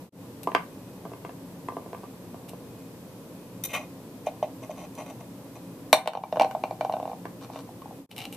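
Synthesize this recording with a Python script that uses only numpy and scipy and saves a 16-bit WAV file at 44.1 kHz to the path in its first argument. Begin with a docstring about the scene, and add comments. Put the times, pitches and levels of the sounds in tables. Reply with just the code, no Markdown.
"""A wooden desk in a small, quiet room, with a low hum and microphone hiss.
A hand picks up a hermit crab, whose shell knocks on the desk, and lowers it through the hole of a
hollow plastic bowl. Shell and legs scrape and bump the rim, making the shell ring. The crab drops in
with a sharp clack, then tumbles and patters while the bowl rocks and tips once against the desk.
Things rustle close by as they are handled, mostly at the end."""
import sys
import numpy as np
from scipy import signal
from scipy.fft import rfft, irfft
from scipy.io import wavfile

SR = 44100
rng = np.random.default_rng(int(sys.argv[2]) if len(sys.argv) > 2 else 0)


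def generate_wav(sig):
    """Save sig (samples, or channels by samples) to the path in sys.argv[1] as 16-bit PCM at SR."""
    pcm = np.round(np.clip(np.atleast_2d(sig).T, -1, 1) * 32767).astype(np.int16)
    wavfile.write(sys.argv[1], SR, pcm)


N = 368676


def amp(db):
    """Turns decibels into a gain."""
    return 10 ** (np.asarray(db) / 20)


def rms(x):
    """The average size of a signal (root mean square)."""
    return np.sqrt(np.mean(x ** 2, axis=-1, keepdims=True) + 1e-20)


def curve(points, hz):
    """Joins rows of (Hz, value) with lines on a logarithmic frequency scale."""
    f, value = np.transpose(points)
    return np.interp(np.log(hz + 1), np.log(f + 1), value)


def either_way(count):
    """Random values between minus one and one."""
    return 2 * rng.random(count) - 1


def add(mix, s, sound):
    """Lays a stereo sound into the mix at s seconds."""
    part = mix[:, max(round(s * SR), 0):][:, :sound.shape[1]]
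    part += sound[:, :part.shape[1]]


# The low, middle and high range of every contact. Each row: bottom in Hz, top in Hz (capped at 21 kHz),
# how alike left and right are from 0 to 1, left minus right in dB.
RANGES = [(198, 1133, 0.98, -0.3), (1345, 5950, 0.88, 1.5), (4200, 46000, 0, 2)]

def ringing(modes, steepness=0.92):
    """How an object with these resonances rings after one tiny tap, in each range."""
    hz = abs(np.fft.fftfreq(4096, 1 / SR))
    gain = sum(amp(db) / (1 + ((hz ** 2 - f ** 2) / (width * hz + 1)) ** 2) ** steepness
               for f, width, db in modes)
    spectrum = np.exp(np.conj(signal.hilbert(np.log(gain + 1e-5))))  # no ringing before the tap
    ring = np.fft.ifft(spectrum).real
    bands = [signal.butter(4, [lo, min(hi, SR / 2.1)], "bandpass", fs=SR, output="sos")
             for lo, hi, _, _ in RANGES]
    return [signal.sosfilt(band, ring) for band in bands]


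def radiate(forces, rings, levels_db, length_s):
    """Forces ring the object in stereo; each range's level is set over the first length_s."""
    out = 0
    for (shared, other), ring, db, (_, _, alike, lean_db) in zip(forces, rings, levels_db, RANGES):
        side = np.sqrt((1 - alike) / 2) * other
        pair = signal.fftconvolve([shared + side, shared - side], ring[None], axes=1)
        pair /= rms(pair[:, :round(length_s * SR)])
        out = out + pair * amp([[db + lean_db / 2], [db - lean_db / 2]])
    return out


def rub(strokes, modes, slips_per_s, spread_db, hiss, corner_hz, brightening, trim_db):
    """Rubbing is many tiny, uneven slips over a smooth hiss; more treble means sharper slips."""
    out, rings = np.zeros((2, N)), ringing(modes)
    slips = (rng.random(N) < slips_per_s / SR) * amp(spread_db * np.minimum(rng.exponential(1, N), 3))
    friction = (slips + hiss) * rng.standard_normal((2, N))
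    for s, length, *levels_db in strokes:  # low, middle and high levels
        force = friction[:, round(s * SR):round((s + length) * SR)]
        force = force * signal.windows.tukey(force.shape[1], .4)
        top_hz = np.clip(corner_hz * amp(brightening * (levels_db[-1] + 55)), 1000, SR / 2.2)
        force = signal.lfilter(*signal.butter(2, top_hz, fs=SR), force)
        add(out, s, radiate([force] * len(RANGES), rings, np.add(levels_db, trim_db), length))
    return out


def shape_strokes(rows, body_db, thinning):
    """A brighter stroke has more treble and, if thinning is positive, less bass."""
    return [(s, length, db + body_db - thinning * bright, db, db + bright)
            for s, length, db, bright in rows]


def shape_blows(rows, flex_s, shortening, overtone, tick_db, tick_growth):
    """A harder blow is shorter, with more clack and high tick over its low thud."""
    detune = 1 + 0.055 * either_way(len(rows))
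    return [(s, hz, flex_s * amp(-shortening * hard), overtone * hz * d,
             db, db + hard, db + tick_db + tick_growth * hard)
            for (s, db, hard, hz), d in zip(rows, detune)]


def strike(blows, modes, steepness, damping, shove, ping, ping_s, crack_s, chatter, snap, crispness,
           spot_db, trim_db):
    """A blow shoves and bends a surface, pings the spot it hits, and cracks with a little chatter."""
    out, t = np.zeros((2, N)), np.arange(1500) / SR
    for s, thud_hz, flex_s, clack_hz, *levels_db in blows:
        noise = rng.standard_normal((5, len(t)))
        lifts = spot_db * either_way(len(modes))  # each spot favours other resonances
        rings = ringing([(f, width, db + lift) for (f, width, db), lift in zip(modes, lifts)], steepness)
        age = t / max(flex_s, .0005)
        swell = age ** 0.74 * np.exp(-damping * age)
        flex = swell / swell.max() * np.sin(2 * np.pi * thud_hz * t)
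        thud = flex + shove * (t / 0.00025) * np.exp(1 - t / 0.00031)
        crack_fade = np.exp(-t / crack_s) + chatter * np.exp(-t / 0.0025)
        crack = noise[1:] * (1 - np.exp(-t / 0.00099)) * crack_fade
        contact = snap * np.exp(-t / .00004)
        clack = contact + crack[0] + ping * np.exp(-t / ping_s) * np.sin(2 * np.pi * clack_hz * t)
        clack = signal.lfilter([1, -crispness], [1], clack)  # a stiff surface brightens the clack
        tick = contact + crack[2]
        forces = [(thud, noise[0] * abs(thud)), (clack, crack[1]), (tick, crack[3])]
        add(out, s, radiate(forces, rings, np.add(levels_db, trim_db), length_s=0.018))
    return out


# Room tone and hiss. Each row: frequency in Hz, relative level in dB.
AIR_COLOUR = [(25, -79.5), (70, -73), (105, -60.5), (200, -58.5), (310, -59), (390, -64.5), (500, -61.5),
              (700, -71.5), (1000, -71.5), (1300, -80), (2000, -83), (7500, -87.5), (10000, -86.5),
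              (14000, -84)]
# Fan-like hum and thin electronic whine. Each row: pitch in Hz, width in Hz, boost in dB.
HUM = [(118.9, 9.2, 7), (178, 9.1, 10), (272.6, 8.3, 11), (2504, 9.4, 13.5), (7850, 31, 8.5),
       (11810, 20, 8)]
# Stereo width. Each row: frequency in Hz, how alike left and right are from 0 to 1.
AIR_LIKENESS = [(60, 0.97), (150, 0.98), (380, 0.97), (950, 0.78), (2380, 0), (5980, 0), (15000, -0.0)]
# Stereo balance. Each row: frequency in Hz, left minus right in dB.
AIR_BALANCE = [(60, 1), (240, 0.5), (950, -1), (3770, 0.5), (15000, 0.5)]

def room_tone():
    """Steady noise shaped into a low rumble, narrow bands of hum and microphone hiss."""
    hz = np.fft.rfftfreq(N, 1 / SR)
    left, other = rfft(rng.standard_normal((2, N)))
    alike = curve(AIR_LIKENESS, hz)
    right = alike * left + np.sqrt(1 - alike ** 2) * other
    hum_db = sum(lift / (1 + (2 * (hz - f) / width) ** 2) for f, width, lift in HUM)
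    db = curve(AIR_COLOUR, hz) + hum_db
    lean_db = curve(AIR_BALANCE, hz) / 2
    pair = irfft(np.array([left, right]) * amp([db + lean_db, db - lean_db]), N)
    return pair / rms(pair).mean() * amp(-43.5)


# A dip in the background. Each row: time in seconds, level change in dB.
AIR_DIP = [(5.9, 0.5), (6.12, -8.5), (6.37, 0)]
# Each entry: the start of a near silence in the background, in seconds.
DROPOUTS_S = [0.096, 8.064]

def background_gain(silent_s=0.026, fade_out_s=0.075, fade_in_s=0.099):
    """The background dips after the loudest clack, and twice drops out for a moment."""
    t = np.arange(N) / SR
    gain = amp(np.interp(t, *np.transpose(AIR_DIP)))
    for s in DROPOUTS_S:
        away = np.maximum((s - t) / fade_out_s, (t - s - silent_s) / fade_in_s)
        gain *= np.interp(away, [0, .05, 1], amp([-43, -14.5, 0]))
    return gain


# The tone of the rustling. Each row: pitch in Hz, width in Hz, relative level in dB.
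RUSTLE_MODES = [(784, 88, 26), (1170, 310, -4.5), (2310, 330, 4), (2880, 320, 10), (3920, 640, 0.5),
                (5400, 980, -11), (8500, 850, -7.5), (13300, 11000, -1)]
# Each row: start in seconds, length in seconds, relative level in dB, brightness in dB.
RUSTLES = [(0.43, 0.013, -51, 9.5), (2.48, 0.024, -52.5, 4.5), (8.105, 0.03, -50.5, -6),
           (8.158, 0.047, -42.5, -3.5), (8.187, 0.079, -42.5, -11), (8.318, 0.039, -49, 2)]

def handling_rustles():
    """Things being handled slip in short, crackly strokes."""
    strokes = shape_strokes(RUSTLES, body_db=-6.5, thinning=-.15)
    return rub(strokes, RUSTLE_MODES, slips_per_s=330, spread_db=1.3, hiss=0.058,
               corner_hz=15000, brightening=.2, trim_db=[-1.5, -1, -1])


def leg_patter(start_s, end_s, mean_db, hardness_db, pitch_hz, count):
    """Rows for faint leg taps at uneven moments, each with its own strength and pitch."""
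    when, size, spot = rng.random((count, 3)).T
    times = start_s + (end_s - start_s) * (np.arange(count) + when) / count
    levels = mean_db + 2.5 * (2 * size - 1)
    pitches = pitch_hz * 2 ** (0.19 * (2 * spot - 1))
    return [(s, db, hardness_db, hz) for s, db, hz in zip(times, levels, pitches)]


# How the desk top rings. Each row: pitch in Hz, width in Hz, relative level in dB.
DESK_MODES = [(321, 200, 2), (417, 210, -2.5), (690, 140, 2.5), (998, 125, 8.5), (1172, 72, 8.5),
              (1570, 240, -3), (2090, 260, -12), (2700, 180, -10), (3180, 210, -22), (4820, 240, -32.5),
              (8200, 2200, -35.5), (12700, 2700, -43)]
# Each row: start in seconds, relative level in dB, hardness (clack over thud) in dB, thud pitch in Hz.
DESK_KNOCKS = [(0.4725, -23, -18.5, 840), (0.5175, -37, -10, 466), (0.549, -19, -4.5, 930),
               (1.052, -39, -13.5, 770), (1.061, -42, -29, 490), (1.117, -40.5, -22, 460),
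               (1.135, -43.5, -11, 660), (1.2485, -37, -9, 725), (1.293, -42.5, -9.5, 810),
               (1.6855, -30.5, -13, 950), (1.7675, -32.5, -20.5, 657), (1.9306, -37, -12, 610),
               (1.947, -40.5, -11, 900), (2.0388, -43, -16, 810), (7.254, -36, -7, 860)]

def desk_knocks():
    """The crab's shell and legs knock on the wooden desk; later the bowl tips against it once."""
    rows = DESK_KNOCKS + leg_patter(1.5, 2.72, mean_db=-43.5, hardness_db=-18, pitch_hz=640, count=5)
    blows = shape_blows(rows, flex_s=0.0018, shortening=0.097, overtone=1.915,
                        tick_db=-23.5, tick_growth=0.35)
    return strike(blows, DESK_MODES, steepness=0.95, damping=5.1, shove=0.17, ping=.13, ping_s=0.00081,
                  crack_s=0.0016, chatter=0.18, snap=2, crispness=0.84,
                  spot_db=3.5, trim_db=[-1.5, 0, -1])


# How the crab's hollow shell rings. 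Each row: pitch in Hz, width in Hz, relative level in dB.
SHELL_MODES = [(605, 81, 11.5), (777, 270, 3.5), (1118, 98, 2), (1450, 57, -14), (1910, 68, -6),
               (2120, 130, 3.5), (2475, 62, 11), (2690, 79, 0.5), (3060, 260, -3), (3656, 100, -4.5),
               (4040, 56, -7), (4800, 300, -22), (5700, 130, -18), (6020, 120, -1.5), (6500, 300, -19),
               (7140, 370, -14), (8000, 300, -17), (9550, 460, -6), (10560, 420, -17), (11700, 300, -17),
               (12500, 150, -5), (13100, 300, -27), (14050, 680, -2)]
# Each row: start in seconds, length in seconds, relative level in dB, brightness in dB.
SCRAPES = [(3.637, 0.006, -42, 15.5), (3.647, 0.016, -44.5, 12.5), (3.682, 0.049, -45.5, -7),
           (3.729, 0.041, -31, -9.5), (3.766, 0.02, -36, -15.5), (4.951, 0.0041, -64, 16)]

def shell_scrapes():
    """The shell grates on the rim, and the quick slips make it ring."""
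    strokes = shape_strokes(SCRAPES, body_db=-10.5, thinning=0.6)
    return rub(strokes, SHELL_MODES, slips_per_s=1300, spread_db=3.0, hiss=0.3,
               corner_hz=8600, brightening=0.25, trim_db=[-1.5, -.5, -.5])


# Each row: start in seconds, length in seconds, relative level in dB.
SCRATCHES = [(3.78, 0.068, -57.5), (4.257, 0.022, -49), (4.617, 0.035, -54.5), (4.699, 0.02, -53.5),
             (4.747, 0.12, -57), (4.97, 0.067, -51.5), (5.053, 0.07, -55.5), (5.195, 0.025, -59.5),
             (5.553, 0.019, -56)]

def leg_scratches(body_db=10.5, treble_db=-1.5):
    """Legs scratch lightly at the rim, all with the same dull tone."""
    strokes = [(s, length, db + body_db, db, db + treble_db) for s, length, db in SCRATCHES]
    return rub(strokes, SHELL_MODES, slips_per_s=450, spread_db=2.5, hiss=0.07,
               corner_hz=7000, brightening=.25, trim_db=[-1.5, -.5, -.5])


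# Each row: start in seconds, relative level in dB, hardness in dB, thud pitch in Hz.
RIM_BUMPS = [(4.269, -25.5, -18.5, 615), (4.4265, -23, -22, 685), (4.694, -35, -47, 630),
             (4.989, -36.5, -16, 630)]

def rim_bumps():
    """The held shell bumps the rim and rings."""
    blows = shape_blows(RIM_BUMPS, flex_s=0.0014, shortening=.28, overtone=3.1,
                        tick_db=-11, tick_growth=1.3)
    return strike(blows, SHELL_MODES, steepness=0.86, damping=4.6, shove=0.65, ping=0.069, ping_s=0.0025,
                  crack_s=0.011, chatter=0.58, snap=2.1, crispness=.1,
                  spot_db=1.5, trim_db=[-.5, -1, -1])


# How the bowl and the air in it ring. Each row: pitch in Hz, width in Hz, relative level in dB.
BOWL_MODES = [(276, 150, -11), (516, 91, 2.5), (632, 48, 5), (744, 790, -11), (767, 31, 5),
              (808, 21, -12.5), (1064, 380, 6.5), (1506, 42, 3), (1870, 60, -32.5), (2360, 200, -1.5),
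              (2850, 330, -3.5), (3064, 77, -18.5), (3640, 43, -2), (4010, 490, -17.5), (4400, 720, -25),
              (5330, 260, -27), (5860, 320, -15), (6970, 320, -24.5), (7860, 260, -32), (8500, 1100, -16.5),
              (9920, 490, -31.5), (10500, 270, -23), (11500, 350, -19.5), (12450, 300, -44),
              (14200, 1800, -18.5)]
# Each row: start in seconds, relative level in dB, hardness in dB, thud pitch in Hz.
BOWL_TAPS = [(5.929, -12, -3.5, 745), (5.9515, -33, -18, 825), (6.0585, -37, -13, 690),
             (6.0745, -26, -8, 740), (6.134, -40.5, -8, 740), (6.151, -32, -18, 730),
             (6.1725, -32, -20, 760), (6.2365, -33.5, -16, 800), (6.3255, -26.5, -18, 660),
             (6.3585, -34, -13.5, 740), (6.37, -26, -20, 620), (6.397, -19.5, -10.5, 744),
             (6.4102, -20.5, -12.5, 790), (6.4135, -16.5, -45, 744), (6.4195, -29, -6, 860),
             (6.432, -27.5, -18, 750), (6.446, -25.5, -17, 727), (6.511, -38.5, -7.5, 746),
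             (6.549, -26, -26, 740), (6.6375, -25.5, -13, 745), (6.7095, -31, -19.5, 716),
             (6.8095, -25.5, -14, 710), (6.848, -26, -19.5, 746), (6.8955, -26, -26, 726),
             (6.924, -38.5, -8.5, 760), (6.9375, -25.5, -22.5, 707), (7.4996, -41.5, -20, 760),
             (7.5585, -39, -11, 640), (7.606, -66, 1.5, 990), (7.819, -47, -11.5, 1110)]

def bowl_tumble():
    """The shell drops in and tumbles against the plastic, the bowl rocks, and legs patter."""
    rows = BOWL_TAPS + rocking(start_s=6.9665, first_db=-31.5, hardness_db=-22.5, pitch_hz=750, count=8)
    rows += leg_patter(7.65, 8.0, mean_db=-44.5, hardness_db=-31, pitch_hz=725, count=3)
    blows = shape_blows(rows, flex_s=0.0022, shortening=0.32, overtone=3.05,
                        tick_db=3.5, tick_growth=2.75)
    return strike(blows, BOWL_MODES, steepness=0.99, damping=3.52, shove=0.84, ping=0.073, ping_s=0.0031,
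                  crack_s=0.00088, chatter=0.16, snap=0.91, crispness=0.73,
                  spot_db=5.0, trim_db=[0, -1, -1])


def rocking(start_s, first_db, hardness_db, pitch_hz, count, gap_s=.0325, gap_ratio=.89, loss_db=0.97):
    """Rows for the bowl rocking to rest: slightly uneven knocks that come sooner and weaker."""
    k = np.arange(count)
    size, spot = either_way((count, 2)).T
    times = start_s + np.r_[0, np.cumsum(gap_s * gap_ratio ** k[:-1])]
    levels = first_db - loss_db * k - 0.5 * size
    pitches = pitch_hz * (1 + 0.06 * spot)
    return [(s, db, hardness_db, hz) for s, db, hz in zip(times, levels, pitches)]


# Each row: start in seconds, length in seconds, relative level in dB, brightness in dB.
SHUFFLES = [(7.405, 0.052, -56.5, 2), (7.51, 0.112, -58, 2)]

def crab_shuffles():
    """The crab shuffles about, softly rubbing the inside of the bowl."""
    strokes = shape_strokes(SHUFFLES, body_db=9, thinning=.3)
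    return rub(strokes, BOWL_MODES, slips_per_s=1200, spread_db=5.0, hiss=0.14,
               corner_hz=5500, brightening=.15, trim_db=[-1.5, -1.5, -1.5])


# First echoes from desk, lamp and wall. Each row: delay in seconds, gain.
ECHOES = [(.0046, 0.19), (.0069, 0.075), (.0103, 0.18), (.0128, 0.11), (.0165, .1), (.0232, 0.013)]
# How the room dies away. Each row: frequency in Hz, seconds to fade by 60 dB.
ROOM_DECAY = [(200, 0.19), (700, 0.21), (1500, 0.25), (4000, 0.19), (12000, 0.18)]

def room_echo(x, tail_db, likeness):
    """Adds a few near echoes and a short wash of sound, most alike left and right in the bass."""
    count = SR // 3
    early = np.zeros((2, count))
    early[:, 0] = 1
    for delay, gain in ECHOES:
        early[:, round(delay * SR)] += gain
    hz, t, noise = signal.stft(rng.standard_normal((2, count)), SR, nperseg=256)
    alike = (likeness / (1 + (hz / 2200) ** 2))[:, None]
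    noise[1] = alike * noise[0] + np.sqrt(1 - alike ** 2) * noise[1]
    fade = amp(-60 * t / curve(ROOM_DECAY, hz)[:, None])
    tail = signal.istft(noise * fade, SR, nperseg=256)[1][:, :count]
    tail *= np.minimum(np.arange(count) / SR / 0.0032, 1) ** 2
    return signal.fftconvolve(x, early + amp(tail_db) * tail / np.linalg.norm(tail[0]), axes=1)[:, :N]


def scene():
    """Handling, desk, rim and bowl sounds in the room, over the background."""
    background = room_tone() * background_gain()
    rustles = handling_rustles()
    desk = room_echo(desk_knocks(), tail_db=-6.5, likeness=0.71)
    rim = shell_scrapes() + leg_scratches() + rim_bumps()
    bowl = bowl_tumble() + crab_shuffles()
    return background + desk + room_echo(rustles + rim + bowl, tail_db=-9.0, likeness=1.0)


def record(dry):
    """Flattens any peak that overloads the input, then cuts the highest treble."""
    limited = np.clip(dry, -.92, .92)
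    lowpass = signal.firwin(801, 14330, window=("kaiser", 8), fs=SR)
    return signal.oaconvolve(limited, lowpass[None], "same", axes=1)


dry = scene()
out = record(dry)
generate_wav(out)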